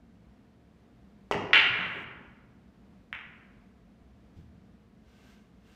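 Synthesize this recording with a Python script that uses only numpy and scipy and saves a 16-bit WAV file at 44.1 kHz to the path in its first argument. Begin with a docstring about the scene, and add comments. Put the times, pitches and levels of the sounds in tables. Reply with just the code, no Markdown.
"""Break shot on a pool table

In a quiet, hard-walled hall a cue hits the white ball and the rack cracks open: jolted spheres push the air.
Cushions, table frame and floor answer as damped low modes; rolling, a treble hiss, chalk and ventilation
are shaped noise. Two balls meet once more; later come a dull knock with a dry brush, then chalk on the cue tip.
Blows gain discrete echoes and a decaying tail, and the recorder turns its gain down after loud passages.
"""
import sys
import numpy as np
from scipy import signal
from scipy.fft import rfft, irfft
from scipy.io import wavfile
from scipy.ndimage import uniform_filter1d

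SR = 44100
rng = np.random.default_rng(int(sys.argv[2]) if len(sys.argv) > 2 else 0)


def to_wav(s):
    """Save 16-bit WAV."""
    ch = np.atleast_2d(s).T  # columns
    pcm = np.round(np.clip(ch, -1, 1) * 32767)  # PCM
    wavfile.write(sys.argv[1], SR, pcm.astype(np.int16))


N = 253575

# Ventilation spectrum: (frequency [Hz], relative density [dB per Hz])
AIR_SPECTRUM = [(11, -33), (24, -25.5), (36, -20.5), (49, -4), (70, -2), (90, -13), (123, -3), (145, -17.5),
                (171, -4.5), (239, -8), (374, -16.5), (800, -24.5), (2000, -30.5), (5000, -41.5),
                (9000, -50.5), (15700, -56.5)]
# Duct tones: (frequency [Hz], width [Hz], height [dB])
DUCT_TONES = [(59.2, 9.9, 0.5), (120.4, 12, 0), (208.2, 60, 5.5), (455, 47, 4.5), (700, 60, 6)]
# Cue tip on the white ball, then ball on cloth:
# (time [s], peak level [dB], contact [ms], ring frequency [Hz], ring t60 [ms])
CUE_BLOWS = [(1.3122, -11, 0.95, 770, 1.7), (1.3235, -19, 0.42, 2840, 9.6), (1.3432, -22, 0.22, 1900, 7.8),
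             (1.509, -33, .4, 2216, 2.5)]
# Modes of the stick: (frequency [Hz], relative level [dB], t60 [s])
STICK_MODES = [(410, 1.5, .12), (617.42, -13, 0.088), (1033.3, 0, 0.066), (1309, -10.5, .08),
               (1967, -4.5, .15), (2181.4, -10, 0.0844), (2530.3, -13.5, 0.056), (2972, -8.5, 0.051),
               (3236, -12.5, 0.092), (3680, -22, 0.033), (5960, -30, 0.023)]
# Noise on the cue contact, level against the blow before band filtering:
# (low edge [Hz], high edge [Hz], level [dB], decay time constant [ms])
CUE_RUSTLE = [(3320, 6400, -24, 14), (5400, 8800, -37.5, 12), (9930, 16900, -46.5, 16)]
# Balls set rolling: (time [s], rumble level before rise and fade [dB])
ROLL_STARTS = [(1.3124, -33.5), (1.5322, -41)]
# Rumble of slate and frame: (frequency [Hz], relative density [dB per Hz])
RUMBLE_SPECTRUM = [(29, -47.5), (50, -20.5), (113, -3), (265, -3), (403, -0.5), (450, -4), (700, -10),
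                   (910, -34), (1540, -120)]
# Knocks on cushions, table frame and floor: (time [s], level before the low-pass [dB], pitch [Hz])
KNOCKS = [(1.331, -41, 107.2), (1.7, -35.5, 121.6), (1.788, -36, 179.9), (2.07, -47, 132.1),
          (2.211, -46, 230.5), (2.279, -52, 119.3), (3.27, -49, 162.4), (4.029, -54, 63.13),
          (4.363, -46, 87.07), (4.375, -51.5, 316), (4.386, -45, 159.8), (4.424, -51, 110.7)]
# Clacks of the break: ball contacts, their strong early reflections and later duller knocks, each ringing
# briefly. The last row is the later meeting of two balls:
# (time [s], peak level [dB], ring frequency [Hz], extra rasp [dB])
CLACK_EVENTS = [(1.5322, -2, 2330, -1.5), (1.5343, -3, 2386, -1), (1.5358, -2, 2102, 0),
                (1.5412, -9.5, 2395, 5), (1.5460, -6.5, 2770, 0), (1.5511, -9, 2423, 0),
                (1.5534, -7.5, 2850, -7), (1.5548, -6.5, 2830, 7), (1.5577, -5, 2720, 0),
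                (1.5590, -3.5, 2280, -1), (1.5718, -7, 2334, -1), (1.5905, -11.5, 2734, -1),
                (1.5991, -5.5, 2034, -2.5), (1.74, -14, 2270, -12), (1.79, -13.5, 2250, -20),
                (1.81, -15.5, 2008, -20), (3.1284, -18.5, 2270, 2.5)]
# Bright rasp on each clack, level against the clack before band filtering:
# (low edge [Hz], high edge [Hz], level [dB], decay time constant [ms])
CLACK_RASP = [(3650, 6240, -27.5, .8), (7000, 11000, -55.5, 1.2), (11480, 17000, -44, 0.88)]
# Treble hiss that grows after the break and stops short: (start [s], length [s], level at the end [dB])
HISS_TIMES = [(1.72, .315, -75.5)]
# Treble hiss spectrum: (frequency [Hz], relative density [dB per Hz])
HISS_SPECTRUM = [(3000, -16), (6000, 0), (10000, -7), (15500, -11)]
# Dry brush with the knock: (start [s], length [s], level at the end [dB])
SCUFF_TIMES = [(4.37, .005, -72)]
# Chalk strokes, pressing harder to the end: (start [s], length [s], level at the end [dB])
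CHALK_TIMES = [(5.085, 0.23, -63.5), (5.67, 0.09276, -65.5)]
# Dry friction spectrum: (frequency [Hz], relative density [dB per Hz])
FRICTION_SPECTRUM = [(600, -14.5), (1000, -9), (2000, -12), (3000, -10), (4600, -16), (6000, -17.5),
                     (9000, -24.5), (10500, -34), (12500, -26.5), (15600, -33)]
# Cue tip singing under the chalk: (frequency [Hz], width [Hz], height [dB])
TIP_RESONANCES = [(1554.3, 64.63, 13), (2122.4, 60, 11), (2772.7, 179.3, 5)]
# First echoes: a bounce off the table under the balls, then ceiling, walls and windows: (delay [s], level [dB])
FIRST_ECHOES = [(.0006, -9.5), (.0076, -10), (.0095, -17.5), (0.0128, -12.5), (0.0177, -15),
                (0.0192, -12.5), (0.0225, -5.5), (.0245, -12), (0.061, -11), (0.0835, -13.5)]
# Reverberation time of the hall: (frequency [Hz], t60 [s])
HALL_DECAY = [(100, 1.6), (400, 1.3), (1000, 1.21), (2000, 0.93), (3500, 0.73), (6000, 0.71), (9000, 0.22),
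              (14000, .2)]
# Coupling of each place on the table to the hall: (gain of echoes [dB], gain of tail [dB])
FAR_END, RACK, MID_TABLE = (-8.5, -34), (-2, -30), (-0.87, -32.5)

AIR_DB = -57.5
CUE_RING_DB = -29.5  # added to every stick mode
BALL_RADIUS_M, SOUND_M_S = .0286, 343
ROLL_RISE_S, ROLL_FADE_DB_PER_S = 0.016, 39
THUMP_CYCLES = 17.1  # oscillations until 60 dB down
# contact of a 0 dB clack, longer when softer; ring at the usual pitch, longer when higher (power laws)
CONTACT_MS, SOFTER_POWER = 0.25, .27
USUAL_HZ, RING_T60_MS, RING_POWER = 2430.5, 2, 5.5
# random light touches: start, mean wait, level at the start, fading, half-widths of level and relative pitch
CROWD_S, CROWD_WAIT_S, CROWD_DB, CROWD_FADE_DB_PER_S = 1.537, .04, -17.5, 79
CROWD_SPREAD_DB, CROWD_PITCH_SPREAD = 4, .2
HALL_RISE_S = .005
GAIN_START_DB, GAIN_SHARE = -31, 0.26  # threshold, and share of the excess that is taken away
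GAIN_ATTACK_S, GAIN_RELEASE_S_PER_6_DB = .04, 0.14
CUTOFF_HZ = 15750


def amp(db):
    """Decibel law: 20 dB is a tenfold amplitude."""
    return 10 ** (np.asarray(db) / 20)


def rms_one(x):
    """Normalization of power: scales a signal to rms 1."""
    return x / np.sqrt(np.mean(x ** 2) + 1e-20)


def at_hz(points, hz):
    """Logarithmic frequency scale: reads a table linearly in log frequency."""
    table = np.array(points)
    return np.interp(np.log(hz), np.log(table[:, 0]), table[:, 1])


def band_pass(low_hz, high_hz, x):
    """Band limitation: passes only what lies about between two edges."""
    sos = signal.butter(2, [low_hz, high_hz], "band", fs=SR, output="sos")
    return signal.sosfilt(sos, x)


def coloured(spectrum, peaks=()):
    """Spectral shaping: white noise weighted by a spectrum with raised resonances, rms 1."""
    hz = np.maximum(np.arange(N // 2 + 1) * SR / N, 1)
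    db = at_hz(spectrum, hz)
    for mid_hz, wide_hz, top_db in peaks:
        db = db + top_db / (1 + (2 * (hz - mid_hz) / wide_hz) ** 2)
    white = rfft(rng.standard_normal(N))
    return rms_one(irfft(white * amp(db) * (hz > 10), N))


def flicker(rate_hz, depth_db):
    """Amplitude modulation: a random gain of given rms depth, limited to slow rates."""
    sos = signal.butter(2, rate_hz, fs=SR, output="sos")
    slow = signal.sosfilt(sos, rng.standard_normal(N + SR))[SR:]  # drop the filter's start-up
    return amp(depth_db * rms_one(slow))


def spells(rows, rise_db_per_s, swell_db_per_s, fall_db_per_s):
    """Exponential envelope: rises to each start, swells to the end and falls, in straight dB ramps."""
    t = np.arange(N) / SR
    gain = np.zeros(N)
    for start, length, end_db in rows:
        end = start + length
        rise = rise_db_per_s * np.maximum(start - t, 0)
        swell = swell_db_per_s * np.clip(end - t, 0, length)
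        fall = fall_db_per_s * np.maximum(t - end, 0)
        gain += amp(end_db - rise - swell - fall)
    return gain


def ring(force, hz, t60):
    """Damped resonator: a unit click sets one mode ringing as a decaying sine of height 1."""
    r = amp(-60 / (t60 * SR))
    w = 2 * np.pi * hz / SR
    return signal.lfilter([0, np.sin(w)], [1, -2 * r * np.cos(w), r * r], force + 1e-18)


def jolts(blows, roundness, direct_share):
    """Acceleration noise: a short force bump makes a rigid sphere push the air; a brief ring is added."""
    w = SOUND_M_S / BALL_RADIUS_M
    b, a = signal.bilinear([w, 0], [1, 2 * w, 2 * w * w], SR)  # radiation of the sphere
    out, t = np.zeros(N), np.arange(512) / SR
    for s, db, contact_ms, hz, t60_ms in blows:
        force = np.sin(np.pi * np.clip(1000 * t / contact_ms, 0, 1)) ** roundness
        pulse = signal.lfilter(b, a, np.gradient(force))
        pulse = direct_share * pulse + ring(pulse, hz, t60_ms / 1000)
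        at = round(s * SR)
        out[at:at + 512] += amp(db) * pulse / np.abs(pulse).max()
    return out


def snaps(blows, rasp):
    """Contact noise: each blow (time [s], level [dB]) starts decaying bursts in several bright bands."""
    out, t = np.zeros(N), np.arange(4096) / SR
    for low_hz, high_hz, rasp_db, decay_ms in rasp:
        bursts = rng.standard_normal((len(blows), 4096)) * np.exp(-1000 * t / decay_ms)
        bursts = band_pass(low_hz, high_hz, bursts)
        for (s, db), burst in zip(blows, bursts):
            out[round(s * SR):][:4096] += amp(db + rasp_db) * burst
    return out


def ventilation():
    """Broadband flow noise: a low hum with raised duct tones and a slight, slow flicker."""
    return amp(AIR_DB) * flicker(1.6, depth_db=0.53) * coloured(AIR_SPECTRUM, DUCT_TONES)


def cue():
    """Impact and modal ringing: the tip thuds on the ball while the stick rings and rustles on."""
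    click = np.zeros(N)
    click[round(CUE_BLOWS[0][0] * SR)] = 1
    stick = sum(amp(db + CUE_RING_DB) * ring(click, hz, t60) for hz, db, t60 in STICK_MODES)
    thud = -jolts(CUE_BLOWS, roundness=1.3, direct_share=0.34)
    rustle = snaps([CUE_BLOWS[0][:2]], CUE_RUSTLE)
    return thud + stick + rustle


def rolling():
    """Rolling noise: slate and frame rumble, dying exponentially as the balls slow down."""
    gain = np.zeros(N)
    for s, db in ROLL_STARTS:
        since = np.maximum(np.arange(N) / SR - s, 0)
        gain += (1 - np.exp(-since / ROLL_RISE_S)) * amp(db - ROLL_FADE_DB_PER_S * since)
    return gain * flicker(12.484, depth_db=1.5) * coloured(RUMBLE_SPECTRUM)


def thumps():
    """Modal excitation: each soft blow sets one low mode ringing, and a low-pass dulls it."""
    out = np.zeros(N)
    for s, db, hz in KNOCKS:
        click = np.zeros(N)
        click[round(s * SR)] = amp(db)
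        out += ring(click, hz, THUMP_CYCLES / hz)
    return signal.sosfilt(signal.butter(2, 500, fs=SR, output="sos"), out)


def clacks(rows, roundness, direct_share):
    """Elastic contact law: louder clacks have a briefer force bump, and every clack carries a rasp."""
    blows, rasps = [], []
    for s, db, hz, rasp_db in rows:
        contact_ms = CONTACT_MS / amp(db) ** SOFTER_POWER
        t60_ms = RING_T60_MS * (hz / USUAL_HZ) ** RING_POWER
        blows.append((s, db, contact_ms, hz, t60_ms))
        rasps.append((s, db + rasp_db))
    return jolts(blows, roundness, direct_share) + snaps(rasps, CLACK_RASP)


def crowd(count):
    """Random arrivals: exponential waits scatter light touches, thinning and fading as the balls part."""
    wait, loud, pitch = rng.random((count, 3)).T
    wait = -CROWD_WAIT_S * np.log(1 - wait)
    db = CROWD_DB - CROWD_FADE_DB_PER_S * wait + CROWD_SPREAD_DB * (2 * loud - 1)
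    hz = USUAL_HZ * (1 + CROWD_PITCH_SPREAD * (2 * pitch - 1))
    return list(zip(CROWD_S + wait, db, hz, np.zeros(count)))


def hiss():
    """High-frequency noise: a thin treble hiss grows and stops short."""
    gain = spells(HISS_TIMES, rise_db_per_s=108, swell_db_per_s=6, fall_db_per_s=1600)
    return gain * coloured(HISS_SPECTRUM)


def scuff():
    """Dry friction: a brief brush of fine noise."""
    gain = spells(SCUFF_TIMES, rise_db_per_s=599.5, swell_db_per_s=0.5, fall_db_per_s=115)
    return gain * coloured(FRICTION_SPECTRUM)


def chalk():
    """Friction coupled to resonance: fine rubbing noise is coloured by the stick under the chalk."""
    gain = spells(CHALK_TIMES, rise_db_per_s=229, swell_db_per_s=34, fall_db_per_s=95)
    return gain * coloured(FRICTION_SPECTRUM, TIP_RESONANCES)


def hall(sources):
    """Room acoustics: direct sound, single echoes, then a dense tail that dies band by band."""
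    t = np.arange(2 * SR) / SR
    edges = 50 * 2 ** np.arange(0, 8.6, .5)  # half octaves [Hz]
    white = rng.standard_normal((2, len(t)))  # neighbouring bands use different noise
    tail = np.zeros(len(t))
    for k, (low, high) in enumerate(zip(edges, edges[1:])):
        t60 = at_hz(HALL_DECAY, np.sqrt(low * high))
        tail += band_pass(low, high, white[k % 2]) * amp(-60 * t / t60)
    tail *= 1 - np.exp(-t / HALL_RISE_S)
    echoes = np.zeros(SR // 8)
    for s, db in FIRST_ECHOES:
        echoes[round(s * SR)] = amp(db)
    direct = sum(x for x, place in sources)
    to_echoes = sum(x * amp(place[0]) for x, place in sources)
    to_tail = sum(x * amp(place[1]) for x, place in sources)
    early = signal.fftconvolve(to_echoes, echoes)[:N]
    late = signal.fftconvolve(to_tail, tail)[:N]
    return direct + early + late


def scene():
    """Superposition: blows sound through the hall; the steady and rubbing sounds are added without it."""
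    rack = clacks(CLACK_EVENTS[:-1] + crowd(count=24), roundness=1.9, direct_share=0.8)
    last_meeting = -clacks(CLACK_EVENTS[-1:], roundness=2.12, direct_share=0.28)
    blows = hall([(cue() + thumps(), FAR_END), (rack, RACK), (last_meeting, MID_TABLE)])
    return (ventilation() + blows + rolling() + hiss() + scuff() + chalk())[None]


def record(dry):
    """Gain compression: loud passages pull the gain down a moment later, it recovers, and the top is cut."""
    level = 10 * np.log10(uniform_filter1d(dry[0] ** 2, 441) + 1e-12)  # mean power over 10 ms
    fall = np.arange(N) / SR * 6 / GAIN_RELEASE_S_PER_6_DB
    held = np.maximum.accumulate(level + fall) - fall  # peak level, sinking steadily in dB
    over = np.maximum(held - GAIN_START_DB, 0)
    r = np.exp(-1 / (GAIN_ATTACK_S * SR))
    smooth_over = signal.lfilter([1 - r], [1, -r], over)
    gain = amp(-GAIN_SHARE * smooth_over)
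    top_cut = signal.cheby2(16, 30, CUTOFF_HZ, fs=SR, output="sos")  # 30 dB down from the cutoff up
    return signal.sosfilt(top_cut, dry * gain)


dry = scene()
out = record(dry)
to_wav(out)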